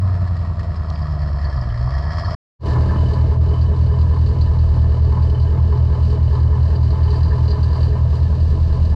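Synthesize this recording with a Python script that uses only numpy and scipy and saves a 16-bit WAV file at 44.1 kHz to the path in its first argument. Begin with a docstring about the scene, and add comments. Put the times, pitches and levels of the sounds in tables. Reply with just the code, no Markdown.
"""V8 truck: wheelspin and idle

Far down a country road a truck spins its tyres: the engine sags under load and picks up, the rubber
howls and scrubs, grit ticks. After a short silence it idles close by at 600 rpm, with a deep exhaust
throb and ticking tappets. Each firing excites the resonances of pipe and metal; the eight cylinders
differ in strength, so the pattern repeats once per engine cycle and the idle lopes five times a second."""
import sys
import numpy as np
from scipy import signal
from scipy.fft import rfft, irfft, next_fast_len
from scipy.io import wavfile
from scipy.ndimage import uniform_filter1d, minimum_filter1d, map_coordinates

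SR = 44100
rng = np.random.default_rng(int(sys.argv[2]) if len(sys.argv) > 2 else 0)


def store_pcm(level_fs):
    """Save levels as 16-bit WAV."""
    pcm = np.round(np.clip(level_fs, -1, 1) * 32767).astype(np.int16)
    wavfile.write(sys.argv[1], SR, np.atleast_2d(pcm).T)


N = 394694

# idling cylinders in firing order: chuff_db, pipe_db, rasp_db, shell_db, tappet_db, clatter_db
CYLINDERS = [(-1, -10, -1.5, 0, 3.5, 3), (-3, -4.5, -1, 1.5, -1.5, 7.5), (1, -11, 0.5, 2, -4, -2.5),
             (-0.5, 3.5, -1, -1, 5.5, 3), (0.5, 3, -4, 7, 1.5, 4.5), (-3, 6.5, 5.5, 5, -0.5, 2),
             (1.5, 1.5, 4.5, -3.5, 5.5, 3), (2.5, -7, 5.5, 0, -2, -4.5)]
CHUFF_DB, PIPE_DB, RASP_DB, SHELL_DB, TAPPET_DB, CLATTER_DB = np.transpose(CYLINDERS)


def amp(db):
    """Decibels to amplitude ratio."""
    return 10 ** (np.asarray(db) / 20)


def unit(x):
    """Normalisation to rms 1."""
    return x / np.sqrt(np.mean(x ** 2) + 1e-20)


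def along(points, hz):
    """Interpolation of (frequency_hz, value) points on a logarithmic frequency axis."""
    f, v = np.transpose(points)
    return np.interp(np.log(hz + 1), np.log(f + 1), v)


def curves(rows):
    """Linear interpolation, sample by sample, of each column after the time."""
    s, *cols = np.transpose(rows)
    return [np.interp(np.arange(N) / SR, s, c) for c in cols]


def swells(rows, width_s):
    """A Gaussian swell for each (time_s, height) row."""
    t = np.arange(N) / SR
    return sum(height * np.exp(-.5 * ((t - s) / width_s) ** 2) for s, height in rows)


def wobble(rate_hz):
    """Slow random modulation: a spline through random knots."""
    return map_coordinates(rng.standard_normal(int(N * rate_hz / SR) + 4), [np.arange(N) * rate_hz / SR])


def filtered(x, response):
    """Linear filtering: the spectrum times a frequency response."""
    m = next_fast_len(N + SR // 4)
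    return irfft(rfft(x, m) * response(np.fft.rfftfreq(m, 1 / SR)), m)[..., :N]


def coloured(x, spectrum):
    """Spectral shaping by (frequency_hz, level_db) points, at rms 1."""
    return unit(filtered(x, lambda hz: amp(along(spectrum, hz))))


def rung(x, modes):
    """Forced resonance: x drives (pitch_hz, width_hz, level_db) modes, at rms 1."""
    def response(f):
        return sum(amp(db) * (1.5j * f * width / (hz * hz - f * f + 1.5j * f * width)) ** 2
                   for hz, width, db in modes)
    return unit(filtered(x, response))


def spread(envelope):
    """Modulated stereo noise, less coherent with frequency: central bass, scattered treble."""
    # stereo width: frequency_hz, side_re_mid_db
    side_levels = [(100, -48), (300, -45.5), (700, -24.5), (1400, -17), (2800, -18), (12000, -10)]
    mid, side = rng.standard_normal((2, N)) * envelope
    side = filtered(side, lambda hz: amp(along(side_levels, hz)))
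    return np.array([mid + side, mid - side])


def pulses(firings, cylinder_db, scatter_db, decay_s):
    """A pulse train: each whole count of firings starts a decay, sized by cylinder and chance."""
    at = np.flatnonzero(np.diff(np.floor(firings)) > 0) + 1
    cylinder = np.floor(firings[at]).astype(int) % len(cylinder_db)
    kicks = np.zeros(N)
    kicks[at] = amp(np.asarray(cylinder_db)[cylinder] + scatter_db * rng.standard_normal(len(at)))
    return unit(signal.lfilter([1], [1, -np.exp(-1 / (decay_s * SR))], kicks))


def tone(firings, order, waver_db, rate_hz):
    """A harmonic of the eight-firing cycle, randomly modulated in amplitude and phase."""
    phase = 2 * np.pi * (order * firings / 8 + rng.random())
    drift = waver_db * np.log(10) / 20 * wobble(rate_hz)
    return unit(amp(waver_db * wobble(rate_hz)) * np.sin(phase + drift))


def snap(start_s, hz, octaves, attack_s, t60_s):
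    """A damped transient: band-limited noise around one pitch, with peak 1."""
    lead = 512
    t = np.maximum(np.arange(4096) - lead, 0) / SR
    f = np.fft.rfftfreq(len(t), 1 / SR) + 1
    burst = rng.standard_normal(len(t)) * (1 - np.exp(-t / attack_s)) * amp(-60 * t / t60_s)
    band = irfft(rfft(burst) * np.exp(-.5 * (np.log2(f / hz) / octaves) ** 2))
    return np.pad(band / np.abs(band).max(), (round(start_s * SR) - lead, N))[:N]


def outdoor_air():
    """Ambient noise, faint and uncorrelated between the ears."""
    # open air: frequency_hz, level_db
    air_spectrum = [(20, 5.5), (150, -13.5), (500, -9.5), (1500, -11.5), (4000, -18.5), (12000, -41.5)]
    return amp(-59.5) * coloured(rng.standard_normal((2, N)), air_spectrum)


def engine_hiss():
    """Stationary broadband noise, strongest near 7 kHz."""
    # hiss: frequency_hz, level_db
    hiss_spectrum = [(3000, -22), (6200, -4.5), (7050, 0.5), (7700, -6), (10000, -20), (15500, -26.5)]
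    return coloured(spread(1), hiss_spectrum)


def flung_grit():
    """Impact transients: grit thrown by the tyres ticks."""
    # impacts: start_s, level_db, pitch_hz
    impacts = [(0.902, -30, 4300), (0.959, -35, 2500)]
    return sum(amp(db) * snap(s, hz, octaves=0.44, attack_s=.0003, t60_s=0.0074) for s, db, hz in impacts)


def spinning_tyres(firings, bite_db):
    """Friction noise: slipping rubber grows louder with its bite, and each firing jerks it."""
    # howl, scrub and steady rush of the wheels: frequency_hz, level_db
    howl_spectrum = [(1150, -49), (1530, -18), (1720, 5.5), (1800, -4), (1885, 3), (2020, -10),
                     (2200, -17.5), (2900, -49), (6000, -92)]
    scrub_spectrum = [(1900, -20), (2250, -9), (2850, -19.5), (3200, -2.5), (3600, -19), (4100, -11),
                      (4430, 1.5), (4750, -5.5), (5070, 1.5), (5500, -6.5), (6000, -22), (7500, -27),
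                      (8700, -35.5), (12200, -44), (13800, -49)]
    rush_spectrum = [(600, -11.5), (1500, 2), (2300, -1), (2800, -4), (3600, -6.5), (4200, 0.5),
                     (5200, -12), (6000, -15.5), (7500, -15), (9000, -25), (14000, -42)]
    # surges of the howl: time_s, rise_db
    howl_surges = [(1.47, 5), (1.58, 2.5), (1.73, 7.5), (1.93, 4), (2.08, 7)]
    # chirps of slipping rubber: start_s, level_db, pitch_hz
    slips = [(0.7613, -40, 4940), (0.952, -36, 4780), (1.017, -36, 4800), (1.4471, -31.5, 4500),
             (1.5633, -34.5, 5000), (1.6098, -33, 4970), (1.699, -39, 3130), (2.2471, -31, 4500)]
    surge_db = swells(howl_surges, width_s=0.028)
    jerks = pulses(firings, [0], scatter_db=4.5, decay_s=0.0096)
    howl = amp(-47.5 + 1.06 * bite_db + surge_db) * coloured(spread(jerks + 0.37), howl_spectrum)
    scrub = amp(-53 + 1.54 * bite_db + 0.17 * surge_db) * coloured(spread(jerks + 0.59), scrub_spectrum)
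    rush = amp(-54) * coloured(spread(jerks + 0.99), rush_spectrum)
    chirps = sum(amp(db - 4) * snap(s, hz, octaves=0.092, attack_s=.003, t60_s=0.043)
                 for s, db, hz in slips)
    return howl + scrub + rush + chirps


def exhaust_cracks():
    """Pressure transients: the exhaust cracks sharply under load."""
    # cracks: start_s, level_db
    crack_events = [(1.031, -31), (1.578, -23.5), (2.282, -20)]
    return sum(amp(db - 2.5) * snap(s, hz=1130, octaves=0.13, attack_s=.0015, t60_s=0.033)
               for s, db in crack_events)


def loaded_exhaust(firings, firing_hz, bite_db):
    """Source and filter: firing harmonics sweep the exhaust's response while gas puffs make noise."""
    # exhaust response to a firing tone: frequency_hz, gain_db
    exhaust_gain = [(56, -26), (70, -20), (81, -23.5), (95, -15), (112, -23), (126, -23.5), (135, -31.5),
                    (145, -27), (162, -39), (190, -37)]
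    # harmonics from unequal cylinders: cycle_order, level_db
    burble_orders = [(4, -21.5), (5, -11.5), (6, -14), (7, -16.5), (9, -9.5), (10, -6), (11, -16.5),
                     (12, -25.5), (13, -34), (14, -17.5), (15, -21), (17, -32), (18, -28), (19, -28.5),
                     (20, -32), (21, -29)]
    # gas noise under load: frequency_hz, level_db
    rumble_spectrum = [(20, -30.5), (45, -10.5), (75, -8), (150, -4), (200, -9.5), (280, -20), (450, -22.5),
                       (700, -25), (1500, -86)]
    rasp_spectrum = [(210, -40.5), (350, -6.5), (381, -19.5), (470, -13), (522, -18), (562, -4), (692, 3),
                     (822, -14.5), (913, -4.5), (1130, -2.5), (1310, -7), (1520, -19.5), (1980, -46),
                     (3340, -120)]
    boom = amp(along(exhaust_gain, firing_hz)) * tone(firings, order=8, waver_db=0.6, rate_hz=13)
    boom += amp(along(exhaust_gain, 2 * firing_hz)) * tone(firings, order=16, waver_db=2.3, rate_hz=13)
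    burble = amp(-22) * sum(amp(db) * tone(firings, order, waver_db=1.65, rate_hz=5)
                            for order, db in burble_orders)
    puffs = pulses(firings, [-1.5, -4.5, -4.5, -3.5, -3.5, -2, -2.5, -2.5], scatter_db=1.56, decay_s=0.01)
    rumble = amp(-34) * coloured(spread(puffs), rumble_spectrum)
    rasp = amp(-37 + 0.7 * bite_db) * coloured(spread(puffs + 0.21), rasp_spectrum)
    return boom + burble + rumble + rasp


def burnout():
    """Common excitation: one firing rate drives both the exhaust and the tyres."""
    # the engine sags under load and picks up: time_s, firing_hz
    revs = [(0, 94.4), (0.5, 82.67), (1.25, 72.1), (1.49, 70.66), (1.62, 60.5), (1.72, 56.27),
            (1.88, 63.17), (2.15, 77.7), (2.33, 83.6)]
    # the tyres ease, then bite ever harder: time_s, bite_db
    bite = [(0, -2), (0.55, -5), (0.95, 0), (1.8, 2), (2.33, 6.5)]
    firing_hz, = curves(revs)
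    bite_db, = curves(bite)
    firings = np.cumsum(firing_hz) / SR
    exhaust = loaded_exhaust(firings, firing_hz, bite_db)
    return exhaust + spinning_tyres(firings, bite_db) + flung_grit() + exhaust_cracks()


def idle_gains():
    """Proximity and screening: the harsh idle settles; the listener draws near, then moves round it."""
    # by part: settled_db, start_change_db, near_change_db, screened_change_db
    part_levels = {"boom": (-14, -3.5, -0.5, -0.4), "rumble": (-29, 5.5, -1, 0.5),
                   "chuff": (-37.5, 8.5, 0.5, -0.5), "pipe": (-39, -1.5, 0, -5),
                   "rasp": (-40, 7.5, 1.5, -2.5), "shell": (-54.5, 9, 2, -0.5),
                   "tappet": (-62, 2, 2.5, -6.5), "clatter": (-53, 5.5, 2, 1.5),
                   "valves": (-56, 2.5, 7, -1.5), "hiss": (-78.5, 0.5, 15, 19.5)}
    t = np.arange(N) / SR
    start_s, settle_s, nearest_s, away_s, away_takes_s = 2.506, 0.68, 7.6, 7.88, 0.27
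    harsh = np.exp(-((t - start_s) / settle_s) ** 2)
    screened = np.clip((t - away_s) / away_takes_s, 0, 1)
    near = swells([(nearest_s, 1)], width_s=0.63) * (1 - screened)
    return {name: amp(db + start_db * harsh + near_db * near + screened_db * screened)
            for name, (db, start_db, near_db, screened_db) in part_levels.items()}


def valve_train(firings, gain):
    """Impact excitation: closing valves tap the metal, which rings on."""
    # metal resonances: pitch_hz, width_hz, level_db
    tappet_modes = [(3012, 60, 0)]
    valve_modes = [(4190, 210, -7), (4568, 100, -2), (4710, 100, -3.5)]
    # spells in which a tappet rings out: time_s, rise_db
    tappet_spells = [(3.06, 10.5), (3.57, 7.5), (5.35, 8.5)]
    # clatter: frequency_hz, level_db
    clatter_spectrum = [(1700, -27.5), (2400, -10.5), (3000, -4), (3300, -12), (4100, -5), (4650, -6),
                        (5100, -8.5), (5550, -16.5), (5850, -13.5), (6400, -19.5), (7300, -18.5),
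                        (9000, -27.5), (12300, -34.5), (15500, -48.5)]
    ticks = pulses(firings, TAPPET_DB, scatter_db=2.5, decay_s=0.0001)
    tails = 0.94 * spread(pulses(firings, TAPPET_DB, scatter_db=1.5, decay_s=0.009))
    tappet = gain["tappet"] * amp(swells(tappet_spells, width_s=0.08)) * rung(ticks + tails, tappet_modes)
    taps = pulses(firings, CLATTER_DB, scatter_db=4.5, decay_s=0.015)
    clatter = gain["clatter"] * coloured(spread(np.sqrt(taps) + 1.5), clatter_spectrum)
    valves = gain["valves"] * rung(spread(taps), valve_modes)
    return amp(wobble(rate_hz=14)) * (tappet + clatter + valves)


def muffler(firings, gain):
    """Forced vibration: exhaust blasts rasp and ring the muffler and its shell."""
    # rasping gas: frequency_hz, level_db
    rasp_spectrum = [(440, -32.5), (740, -8.5), (801, -10.5), (853, -4), (918, -9), (983, 2), (1050, -6),
                     (1290, -9), (1330, -18.5), (1410, -17.5), (1750, -15), (1920, -24.5), (2140, -20),
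                     (2400, -31.5), (2600, -31.5), (3380, -50.5), (5720, -120)]
    # resonances: pitch_hz, width_hz, level_db
    muffler_modes = [(871.4, 25, -3.5), (1004.7, 26, -2.5), (1061, 50, -6)]
    shell_modes = [(1611, 37, -1.8), (1735, 21, 2.6), (1801, 34, -1.7)]
    blasts = pulses(firings, RASP_DB, scatter_db=2.0, decay_s=0.023)
    rasp = amp(-2.5) * coloured(spread(blasts + 0.75), rasp_spectrum)
    ring = amp(-3.5) * rung(blasts + 0.17 * spread(blasts), muffler_modes)
    knocks = pulses(firings, SHELL_DB, scatter_db=3.0, decay_s=0.012)
    return gain["rasp"] * (rasp + ring) + gain["shell"] * rung(spread(knocks), shell_modes)


def tailpipe(firings, gain):
    """Flow noise and pipe resonance: gas leaves in puffs, and each pressure front rings the pipe."""
    # escaping gas: frequency_hz, level_db
    rumble_spectrum = [(15, -6.5), (28, -10.5), (40, -11), (55, -8.5), (74, -3), (98, -8), (130, 1),
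                       (165, -3.5), (200, -7.5), (228, -11.5), (260, -21), (400, -33), (900, -81.5)]
    chuff_spectrum = [(140, -38), (230, -12.5), (253, -9), (291, -2.5), (327, -4), (361, -8), (399, -7),
                      (414, -4.5), (500, -10), (610, -8), (659, -4), (722, -20), (780, -21.5), (1010, -50),
                      (1720, -120)]
    # pipe resonances: pitch_hz, width_hz, level_db
    pipe_modes = [(417, 26, 0), (465, 28, -5)]
    puffs = pulses(firings, CHUFF_DB, scatter_db=1.5, decay_s=0.017)
    rumble = gain["rumble"] * coloured(spread(puffs + 1.1), rumble_spectrum)
    chuff = gain["chuff"] * coloured(spread(puffs + 0.69), chuff_spectrum)
    bank_skew = 0.026 * np.cos(np.pi * firings)  # in firing intervals: one bank early, the other late
    fronts = pulses(firings + bank_skew, PIPE_DB, scatter_db=1.3, decay_s=0.016)
    return rumble + chuff + gain["pipe"] * rung(fronts + 0.5 * spread(fronts), pipe_modes)


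def exhaust_throb(firings, gain):
    """A harmonic series on the engine cycle, strongest at twice the firing rate."""
    # harmonics from unequal cylinders: cycle_order, level_db, waver_db
    boom_orders = [(6, -26.5, 3), (11, -23.5, 0.5), (12, -14.5, 0.5), (13, -17.5, 2.5), (14, -8.5, 0.5),
                   (15, -18, 0.5), (16, -1, 0.6), (17, -16.5, 1), (19, -25, 2.5), (21, -23, 1.5),
                   (22, -22.5, 3.5), (23, -20.5, 3.5), (25, -16, 2.5), (26, -18, 1.5), (32, -21.5, 2),
                   (45, -30, 3)]
    boom = sum(amp(db) * tone(firings, order, waver_db, rate_hz=4.6) for order, db, waver_db in boom_orders)
    # the bass deepens at the end: the third firing harmonic fades as the first rises
    deepening_s = np.maximum(np.arange(N) / SR - 8.03, 0)
    hum = amp(-21 - 18 * deepening_s) * tone(firings, order=24, waver_db=0.17, rate_hz=5)
    thud = amp(-30 + 8.5 * deepening_s) * tone(firings, order=8, waver_db=2.5, rate_hz=3.4)
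    return gain["boom"] * boom + hum + thud


def idle():
    """Periodic excitation: each cylinder drives exhaust and metal with its own strength."""
    # steady but for one stumble: time_s, firing_hz
    idle_rate = [(3.69, 39.86), (4.36, 40.22), (4.78, 39.0), (5.33, 39.83), (7.06, 39.86), (7.92, 40.18)]
    # brief lulls in the rasp and clatter: time_s, change_db
    lulls = [(3.39, -7.5), (6.8, -4)]
    gain = idle_gains()
    firing_hz, = curves(idle_rate)
    firings = np.cumsum(firing_hz) / SR
    firings = firings - firings[round(3.585 * SR)]  # the first cylinder fires at this moment
    exhaust = exhaust_throb(firings, gain) + tailpipe(firings, gain)
    rattle = muffler(firings, gain) + valve_train(firings, gain)
    return exhaust + amp(swells(lulls, width_s=0.023)) * rattle


def scene():
    """Superposition on outdoor air: the burnout stops dead; after a silence the idle fades in."""
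    burnout_gate, = curves([(2.346, 1), (2.351, 0)])
    idle_gate, = curves([(2.588, 0), (2.67, 1), (8.945, 1), (8.95, 0)])
    air = outdoor_air()
    return burnout_gate * (burnout() + air) + idle_gate ** 2 * (idle() + air)


def record(dry):
    """Peak limiting and band limiting: the highest peaks are rounded off, the top treble removed."""
    ceiling, top_hz = 0.5, 15700
    needed = np.minimum(1, ceiling / (np.abs(dry).max(axis=0) + 1e-9))
    gain = uniform_filter1d(minimum_filter1d(needed, size=1200), size=1200)
    return filtered(dry * gain, lambda hz: hz < top_hz)


dry = scene()
out = record(dry)
store_pcm(out)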